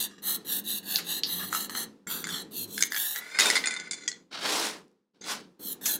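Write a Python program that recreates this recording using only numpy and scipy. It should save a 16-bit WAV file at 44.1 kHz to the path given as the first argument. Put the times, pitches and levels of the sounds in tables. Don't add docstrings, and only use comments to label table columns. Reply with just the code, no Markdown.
import sys
import numpy as np
from scipy import signal
from scipy.fft import rfft, irfft
from scipy.io import wavfile
from scipy.ndimage import uniform_filter1d, map_coordinates

SR = 44100
rng = np.random.default_rng(int(sys.argv[2]) if len(sys.argv) > 2 else 0)


def transcribe(u):
    v = np.clip(np.atleast_2d(u).T, -1, 1)
    q = np.round(v * 32767).astype(np.int16)
    wavfile.write(sys.argv[1], SR, q)


N = 264319
TIME = np.arange(N) / SR


# start_s, level_db
STREET_LEVEL = [(0, -51), (.15, -57.5), (.45, -48), (.85, -54), (1.1, -49), (1.9, -49), (2.3, -48),
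                (2.8, -49), (3.05, -61.5), (3.4, -65), (3.55, -48.5), (3.8, -55.5), (4.4, -56), (5.99, -48)]
# frequency_hz, density_db (per Hz)
STREET_SPECTRUM = [(25, -25), (50, -27), (90, -20), (125, -17), (150, -7.5), (180, 0.5), (320, 0),
                   (490, -5), (600, -17), (1000, -17.5), (2000, -27), (5000, -30), (16000, -48)]
# start_s, firing_hz, level_db, half_order_db (over the firing tone)
ENGINE_GEARS = [(0, 215.8, -51.5, -14), (.35, 180, -57, -33), (.7, 215, -50, -19), (1.1, 172, -56.5, -21),
                (1.45, 180, -47, -10), (1.6, 206.5, -49.5, -17), (1.93, 220.3, -50, -19.5),
                (2.1, 170, -53.5, -12.5), (2.33, 176.6, -45, -13.5), (2.5, 206, -53, -17),
                (2.68, 203.5, -56.5, 4.5), (2.8, 209, -48, -23), (2.95, 205, -84, -15)]

# frequency_hz, density_db (per Hz)
BOARD_SPECTRUM = [(120, -39.5), (220, -5), (440, 1), (600, -5), (850, -0.5), (1300, -7.5), (2500, -34.5)]
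# start_s, length_s, rise_s, sag_db_per_s, level_db
LEANS = [(3.4, 0.092, .06, 24, -37.5), (4.42, 0.18, 0.26, 9, -35.5)]
# frequency_hz, density_db (per Hz)
PALM_SPECTRUM = [(60, -34), (200, 0), (450, -2), (1400, 4), (2300, -1), (3500, 3.5), (4300, 5),
                 (5900, -3.5), (6600, -12.5), (9500, -16), (11000, -27.5), (16000, -33)]
# start_s, length_s, rise_s, sag_db_per_s, level_db
PALM_SLIDES = [(4.303, 0.099, 0.042, 49, -38), (4.41, .05, 0.061, 5.5, -28.5),
               (5.133, 0.13, 0.0038, -2.5, -60), (5.3, 0.16, 0.027, 93, -48)]
# frequency_hz, density_db (per Hz)
TWIG_SPECTRUM = [(76, -59), (130, -40), (228, -9), (394, -10.5), (453, -3), (501, -13), (589, -5),
                 (638, -7.5), (1400, -3.5), (2270, -4.5), (4780, -2.5), (9670, -9.5), (12800, -17.5),
                 (15100, -16), (16000, -29)]
# start_s, length_s, rise_s, sag_db_per_s, level_db, brightness_db_per_octave
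TWIG_SWEEPS = [(3.19, .19, 0.012, 16, -61.5, 1), (3.385, 0.19, 0.0045, 32, -32, 0),
               (4.38, 0.29, 0.16, 14.5, -34.5, -0.63), (5.235, 0.094, 0.082, 110, -37.5, -0.56)]
DULLING = 0.1
SETTLE_PER_S, SETTLE_DB = 82, -10

# frequency_hz, level_db, free_t60_s (before the hand's grip shortens it)
CAN_MODES = [(1474, 3, 0.036), (1750, -4.5, .025), (2067, 4.5, .06), (2190, -6, .04), (2300, -1.5, 0.27),
             (3525, 1.5, 0.28), (4180, 1, .03), (4170, -15, .04), (4860, 2.5, .04), (5100, -21.5, 0.029),
             (5860, -5, 0.017), (6310, -2, 0.14), (6970, 1.5, .04), (7280, -1.5, .04), (7970, -11, 0.028),
             (9030, 2.5, 0.075), (9990, -10.5, 0.3)]
DAMPING_DB_PER_S = 448
DETUNE, RING_TILT_DB = .02, -1
# start_s, mode_factor (on frequency), treble_edge_hz
PAINT_LOAD = [(1.5, 0.81, 15000), (2.25, 0.99, 15000), (2.83, 1.02, 11500), (2.93, 0.98, 8500),
              (3.16, 0.94, 8500), (3.37, 1.045, 10900), (3.5, 1.02, 11600), (3.8, 1.003, 9600),
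              (3.92, 1, 9000), (4.08, 0.99, 8120)]
# start_s, length_s, rise_s, sag_db_per_s, level_db, brightness_db_per_octave
BALL_ROLLS = [(.09, 0.1, 0.022, 5, -52.5, -5), (1.39, 0.049, 0.01, 3, -36.5, -11),
              (3.14, 0.16, 0.02, 30.5, -39.5, -13.5), (3.29, .095, .09, 5, -34, -8.5),
              (3.63, 0.25, 0.014, 32.5, -35.5, -8), (3.91, 0.15, .005, 17, -43.5, -2),
              (4.1, 0.25, .01, 113, -51.5, -2), (5.208, 0.15, 0.02, 4.5, -47.5, -1.5)]
ROLL_WIDTH = 0.023
# start_s, crack_peak_db, body_db, # low_band_db and
# high_band_db (over the body), ping_hz (strongest note)
BALL_KNOCKS = [(1.5269, -9.5, -56.5, 24, 14, 1340), (1.5477, -9, -42.5, 15.5, 8, 1308),
               (1.695, -17.5, -54.5, 2, -2, 4260), (1.7501, -14.5, -39, 4, -5, 4170),
               (2.0697, -33, -47.5, 13, 14.5, 7400), (2.2409, -11.5, -37.5, 2, 2, 7120),
               (2.2695, -16.5, -45.5, 10, 5, 1572), (2.289, -17, -40, 5, 3, 1670),
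               (2.7781, -12, -41, 3.5, 0, 1670), (2.8065, -14, -32.5, 1.5, 7, 1580),
               (2.8238, 5.5, -37, 0.5, 7, 6380), (2.9203, -8, -44, 8, 2, 1726),
               (2.9447, -11.5, -36.5, 3, -7, 1700), (2.9627, -10.5, -35, 4.5, 4, 1690),
               (3.1594, -13.5, -48.5, 5, 4, 1730), (3.3877, 0.5, -22.5, 2, -5, 2010),
               (3.3989, 0, -26.5, -2.5, 4.5, 6820), (3.4064, -1.5, -22.5, -2.5, 1, 3720),
               (3.4204, -4.5, -27, 1, -11.5, 2010), (3.4562, -14.5, -22, 3, 1.5, 3596),
               (3.5005, -0.5, -26, 3.5, 2.5, 1960), (3.5543, -26, -19.5, 2.5, -3, 2027),
               (3.5664, -4, -24, 2.5, -10.5, 2077), (3.639, -14.5, -31.5, 4.5, -14.5, 1990),
               (3.6575, -11, -32, 2, 4.5, 2420), (3.6713, -6.5, -28, 1, 4, 6900),
               (3.7074, -18, -33, 5, 2.5, 2014), (3.7389, -18, -42, 6, 6, 2030),
               (3.7628, -28, -31, 1.5, -7.5, 2040), (3.7988, -16, -43.5, -4, 1.5, 2130),
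               (3.91, -19, -31.5, -4, 7.5, 2140), (3.9314, -38, -32, -1, 3.5, 2160),
               (4.0776, -10, -27, -3, 6.5, 1953), (4.1154, -17.5, -40, -6, -2, 1970),
               (5.2114, -41, -49.5, -19, 9, 6370), (5.241, -29, -42, -14, -3, 6360)]
# frequency_hz, density_db (per Hz)
CRACK_SPECTRUM = [(40, -46), (200, -30.5), (800, 5), (1900, -6.5), (3600, 0), (7000, 4), (10000, -3),
                  (12000, -8.5), (16000, -16.5)]
REBOUND_S, REBOUND_DB, RING_DB = .012, -7.5, 0

# start_s, crack_peak_db, body_db, low_band_db and high_band_db (over the body)
NOZZLE_SPITS = [(0.9582, -2.5, -13, -26, -10), (0.9864, -21, -31.5, 10, 7), (1.2343, -9, -13, -18, -17.5),
                (5.8561, -23, -28.5, 8.5, 21)]
# frequency_hz, density_db (per Hz)
SPIT_SPECTRUM = [(300, -27), (1000, -26.5), (1800, -19.5), (2400, -22), (3200, -6), (4200, 7.5),
                 (5300, 0.5), (6700, 6.5), (8000, -6.5), (12000, -2.5), (16000, -15)]
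# low_treble_db, cap_resonance_db, mist_on_board_db
VALVE_BURSTS = [(0.0, 0.056, 0.00067, 66, -30.5, 6, 2, -11.5), (.219, 0.14, 0.076, 65, -27, -.5, -6, -13),
                (.446, 0.15, 0.083, 68, -28, -1.5, -5, -16), (.636, .15, 0.071, 58, -30.5, -0.5, -2, -17.5),
                (.826, 0.16, 0.12, 45, -30.5, -0.5, -1, -12), (1.04, .15, 0.081, 67, -33, 4, 3, -9.5),
                (1.25, 0.24, 0.078, 57, -30.5, -2, -1.5, -11.5),
                (1.5, .157, 0.062, 81, -32, 6.5, -0.5, -5.5), (1.697, 0.036, .002, 150, -44, 6, 0, 3),
                (1.73, 0.11, 0.051, 86, -34.5, 7.5, 0.5, -2), (2.069, 0.16, 0.055, 128, -31.5, 2, -1, -4.5),
                (2.25, 0.17, 0.097, 105, -43, 13, 10.5, 4.5), (2.505, 0.14, 0.089, 62, -33.5, 0, -3.5, -29),
                (2.672, 0.19, 0.086, -10, -40.5, 6.5, -3.5, -37),
                (2.9, 0.29, 0.11, 47, -28, 0.5, -6, -13.5), (5.589, 0.14, 0.11, 1, -33.5, -2, -9.5, -24),
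                (5.81, .15, 0.11, 130, -27.5, 3, -5.5, -12)]
# start_s, lag_ms
BOARD_LAG = [(0, 1.03), (.06, 1.07), (.22, 0.98), (.43, 0.96), (.54, 1.1), (.72, 1.05), (.85, 1.11),
             (.97, 1.12), (1.2, 1), (1.3, 0.99), (1.75, 0.97), (1.85, 0.96), (2.07, 0.845), (2.26, 0.83),
             (2.42, 0.97), (2.66, 1.23), (3.12, 1.05), (5.66, 0.93), (5.96, 1.25)]
# frequency_hz, density_db (per Hz)
JET_SPECTRUM = [(4300, -32.5), (5400, -7.5), (6700, -2), (7400, -5), (8200, -0.5), (9000, -9.5),
                (10200, 1.5), (11500, 3.5), (13000, 5), (14500, 4), (15800, -2.5)]
# frequency_hz, density_db (per Hz)
CAP_SPECTRUM = [(2350, -39), (2600, -13), (2950, -6), (3350, 1), (3700, -1.5), (4150, 0), (4500, -5.5),
                (4900, -17), (5600, -33.5)]
# frequency_hz, density_db (per Hz)
MIST_SPECTRUM = [(250, -41), (500, -3), (800, -0.5), (1050, -7), (1300, -3), (1750, 2.5), (2000, -7.5),
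                 (2300, -16), (3200, -38)]

GATE_DB, GATE_SLOPE, GATE_CLOSE_DB_PER_S = -55, 3.9, 97
EDGE_HZ = 15950


def amp(db):
    return 10 ** (np.asarray(db) / 20)


def unit(x):
    return x / np.sqrt(np.mean(x ** 2) + 1e-20)


def add(mix, s, sound):
    part = mix[max(round(s * SR), 0):][:len(sound)]
    part += sound[:len(part)]


def colour(x, spectrum):
    hz, db = np.transpose(spectrum)
    f = np.fft.rfftfreq(len(x), 1 / SR)
    gain = amp(np.interp(np.log(f + 1), np.log(hz), db))
    return unit(irfft(rfft(x) * gain, len(x)))


def hiss(spectrum, length=N):
    return colour(rng.standard_normal(length), spectrum)


def puff(t, spectrum, rise_s):
    return hiss(spectrum, len(t)) * t * np.exp(-t / rise_s)


def waver(per_s):
    f = np.fft.rfftfreq(N, 1 / SR)
    return unit(irfft(rfft(rng.standard_normal(N)) / (1 + (f / per_s) ** 4), N))


def delayed(x, lag_ms, order=3):
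    return map_coordinates(x, [np.arange(N) - lag_ms * SR / 1000], order=order)


def curve(rows, column):
    rows = np.array(rows)
    return np.interp(TIME, rows[:, 0], rows[:, column])


def held(events, column):
    rows = np.array(events)
    latest = np.maximum(np.searchsorted(rows[:, 0], TIME) - 1, 0)
    return rows[latest, column]


def level(strokes, onset_db, release_db_per_s):
    out, t = np.zeros(N), TIME[:SR]
    for start, length, rise, sag, db, *_ in strokes:
        swell_db = onset_db * np.maximum(1 - t / rise, 0) ** 2
        fall_db = sag * np.maximum(t - rise, 0) + release_db_per_s * np.maximum(t - length, 0)
        fade_in = np.minimum(t / .003, 1)
        add(out, start, amp(db + swell_db - fall_db) * fade_in)
    return out


def street():
    firing_hz = curve(ENGINE_GEARS, column=1) * (1 + 0.034 * waver(27))
    turn = 2 * np.pi * np.cumsum(firing_hz) / SR
    half_order = amp(curve(ENGINE_GEARS, column=3)) * np.sin(turn / 2)
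    engine = np.sin(turn) + half_order + .3 * np.sin(3 * turn / 2)
    engine *= amp(curve(ENGINE_GEARS, column=2) + 3.4 * waver(22)) * (TIME < ENGINE_GEARS[-1][0])
    wash = amp(curve(STREET_LEVEL, column=1)) * hiss(STREET_SPECTRUM)
    return wash + engine


def yard(x):
    t = TIME[:SR // 3]
    tail = hiss([(200, 13.0), (4000, 2.5), (9000, -2), (16000, -24.0)], len(t))
    tail *= amp(-60 * t / 0.28) * (t > .006)
    return x + amp(-15.0) * signal.oaconvolve(x, tail / np.linalg.norm(tail))[:N]


def board():
    rumble = hiss(BOARD_SPECTRUM) * amp(2.0 * waver(110))
    return rumble * level(LEANS, onset_db=-10, release_db_per_s=149)


def palm():
    rub = hiss(PALM_SPECTRUM) * amp(2.2 * waver(90))
    combed = unit(rub + 0.25 * delayed(rub, 1.31, order=1))
    return level(PALM_SLIDES, onset_db=-23.5, release_db_per_s=264) * combed


def settling():
    drops = rng.standard_normal(N) * (rng.random(N) < SETTLE_PER_S / SR)
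    tick = puff(TIME[:SR // 50], [(500, -21), (2500, -0.5), (9000, 3), (16000, -14)], rise_s=0.0003)
    ticks = unit(signal.oaconvolve(drops, tick)[:N])
    return amp(SETTLE_DB) * ticks * level(TWIG_SWEEPS, onset_db=-21.5, release_db_per_s=100)


def sweeps():
    snap_gain = amp(3.5 * np.minimum(rng.exponential(1, N), 3))
    snaps = rng.standard_normal(N) * snap_gain * (rng.random(N) < 2500 / SR)
    rub = colour(unit(snaps) + 1.9 * rng.standard_normal(N), TWIG_SPECTRUM) * amp(0.58 * waver(45))
    _, t, z = signal.stft(rub, SR, nperseg=256)
    patches = uniform_filter1d(rng.standard_normal(z.shape), size=3, axis=0)
    patches = unit(uniform_filter1d(patches, size=14, axis=1))
    push = level(TWIG_SWEEPS, onset_db=-21, release_db_per_s=150)
    over_peak_db = 20 * np.log10(push + 1e-6) - held(TWIG_SWEEPS, column=4)
    brightness = held(TWIG_SWEEPS, column=5) + DULLING * over_peak_db
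    octaves = np.log2(np.fft.rfftfreq(256, 1 / SR).clip(400) / 800)
    z *= amp(octaves[:, None] * np.interp(t, TIME, brightness) + 1.7 * patches)
    return amp(6.5) * push * signal.istft(z, SR)[1][:N]


def cushion(hz, edge_hz):
    return amp(-22) + 1 / (1 + (hz / edge_hz) ** 20)


def rolling():
    rough = rng.standard_normal(N) * amp(2 * waver(90))
    f, t, z = signal.stft(rough, SR, nperseg=1024)
    f = f[:, None]
    factor, edge_hz = (np.interp(t, TIME, curve(PAINT_LOAD, k)) for k in (1, 2))
    wall_power = amp(-36)
    for hz, db, _ in CAN_MODES:
        offset = (f - hz * factor) / (ROLL_WIDTH * hz)
        wall_power = wall_power + amp(db) ** 2 / (1 + offset ** 2) ** 2
    brightness = np.interp(t, TIME, held(BALL_ROLLS, column=5))
    tilt = amp(brightness * np.log2(f.clip(2000) / 2000))
    shape = np.sqrt(wall_power) * tilt * cushion(f, edge_hz)
    whirr = signal.istft(z * shape / np.linalg.norm(shape, axis=0), SR)[1][:N]
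    whirr = colour(whirr, [(50, -21.5), (500, -0.5), (16000, -2.5)])
    return amp(-2.5) * level(BALL_ROLLS, onset_db=-22, release_db_per_s=497.5) * whirr


def can_ring(t, factor):
    hz, db, t60 = np.transpose(CAN_MODES)[:, :, None]
    place, detune, phase = rng.standard_normal((3, len(CAN_MODES), 1))
    strength_db = db + 4 * place + RING_TILT_DB * np.log2(hz / hz[0])
    decay_db = (60 / t60 + DAMPING_DB_PER_S) * t
    tones = np.sin(2 * np.pi * (hz * factor * (1 + DETUNE * detune) * t + phase))
    return (amp(strength_db - decay_db) * tones).sum(0)


def balance(x, body_db, low_db, high_db):
    bands = [((600, 2750), "band", low_db), ((2700, 5500), "band", 0), (5500, "high", high_db)]
    padded, out = np.pad(x, (64, 0)), 0
    for hz, kind, db in bands:
        sos = signal.butter(4, hz, kind, fs=SR, output="sos")
        part = signal.sosfiltfilt(sos, padded, padtype=None)
        out = out + amp(body_db + db) * part / part[64:420].std()
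    return out[44:]


def blow(row, crack, tail, crack_db, tail_db):
    peak_db, *tone = row[1:5]
    swell = 1 - np.exp(-TIME[:len(tail)] / 0.00083)
    crack = balance(crack, *tone)
    crack = amp(peak_db + crack_db) * crack / abs(crack).max()
    return crack + amp(tail_db) * balance(tail * swell, *tone)


def knocks():
    out, t = np.zeros(N), TIME[:8192]
    hz = np.fft.rfftfreq(len(t), 1 / SR)
    factor, edge_hz = curve(PAINT_LOAD, column=1), curve(PAINT_LOAD, column=2)
    radiation = hz ** 2 / (hz ** 2 + 350 ** 2)
    for row in BALL_KNOCKS:
        at = round(row[0] * SR)
        ping = amp(8.5 - 60 * t / 0.095) * np.sin(2 * np.pi * row[5] * t)
        ring = can_ring(t, factor[at]) + ping
        clack = unit(puff(t, CRACK_SPECTRUM, rise_s=.0009))
        clack += amp(2) * unit(ring * t * np.exp(-t / .001))
        clack += amp(0.5) * unit(ping * t * np.exp(-t / 0.00065))
        flutter = unit(uniform_filter1d(rng.standard_normal(len(t)), size=90))
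        clatter = hiss(CRACK_SPECTRUM, len(t)) * amp(-60 * t / 0.074 + 2 * flutter)
        sound = blow(row, clack, clatter + amp(RING_DB) * ring, crack_db=-8.5, tail_db=-7.5)
        sound = irfft(rfft(sound, len(t)) * cushion(hz, edge_hz[at]) * radiation)
        add(out, row[0], sound)
        add(out, row[0] + REBOUND_S * rng.uniform(.5, 1), amp(REBOUND_DB) * sound)
    return out


def spits():
    out, t = np.zeros(N), TIME[:SR // 5]
    for row in NOZZLE_SPITS:
        sputter = hiss(SPIT_SPECTRUM, len(t)) * amp(-60 * t / 0.16)
        pop = puff(t, SPIT_SPECTRUM, rise_s=0.00033)
        add(out, row[0], blow(row, pop, sputter, crack_db=-1, tail_db=-16.5))
    return out


def jet():
    whole = hiss(JET_SPECTRUM)
    coarse = signal.sosfiltfilt(signal.butter(4, 9700, fs=SR, output="sos"), whole)
    fine = (whole - coarse) * level(VALVE_BURSTS, onset_db=-24, release_db_per_s=1046)
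    coarse = coarse * amp(held(VALVE_BURSTS, column=5))
    return fine + coarse * level(VALVE_BURSTS, onset_db=-22.5, release_db_per_s=901.5)


def spray():
    cap = hiss(CAP_SPECTRUM) * amp(held(VALVE_BURSTS, column=6) - 3.0)
    cap *= level(VALVE_BURSTS, onset_db=-20.5, release_db_per_s=800.5)
    mist = hiss(MIST_SPECTRUM) * amp(held(VALVE_BURSTS, column=7) - 2.7)
    mist *= level(VALVE_BURSTS, onset_db=-14, release_db_per_s=346.5)
    source = (jet() * amp(0.5) + cap + mist) * amp(1.3 * waver(120))
    heard = source + .76 * delayed(source, curve(BOARD_LAG, column=1))
    for near_ms, gain in [(.5, 0.34), (.74, 0.27)]:
        heard = heard + gain * delayed(heard, near_ms * (1 + .08 * waver(2.5)))
    return amp(-3.5) * heard


def scene():
    twigs_and_board = board() + palm() + settling() + sweeps()
    can = rolling() + knocks() + spits() + spray()
    return (yard(twigs_and_board + can) + street())[None]


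def gate(x):
    treble = signal.sosfilt(signal.butter(2, 2000, "high", fs=SR, output="sos"), x)
    treble_db = 10 * np.log10(abs(uniform_filter1d(treble ** 2, size=300)) + 1e-12)
    wanted_db = GATE_SLOPE * np.minimum(treble_db - GATE_DB, 0)
    fall = GATE_CLOSE_DB_PER_S * TIME
    return x * amp(np.maximum.accumulate(wanted_db + fall) - fall)


def record(dry):
    rounded = .6 * np.tanh(gate(dry[0])[None] / .6)
    band_limit = signal.firwin(401, EDGE_HZ, window=("kaiser", 8), fs=SR)
    return signal.oaconvolve(rounded, band_limit[None], "same")


dry = scene()
out = record(dry)
transcribe(out)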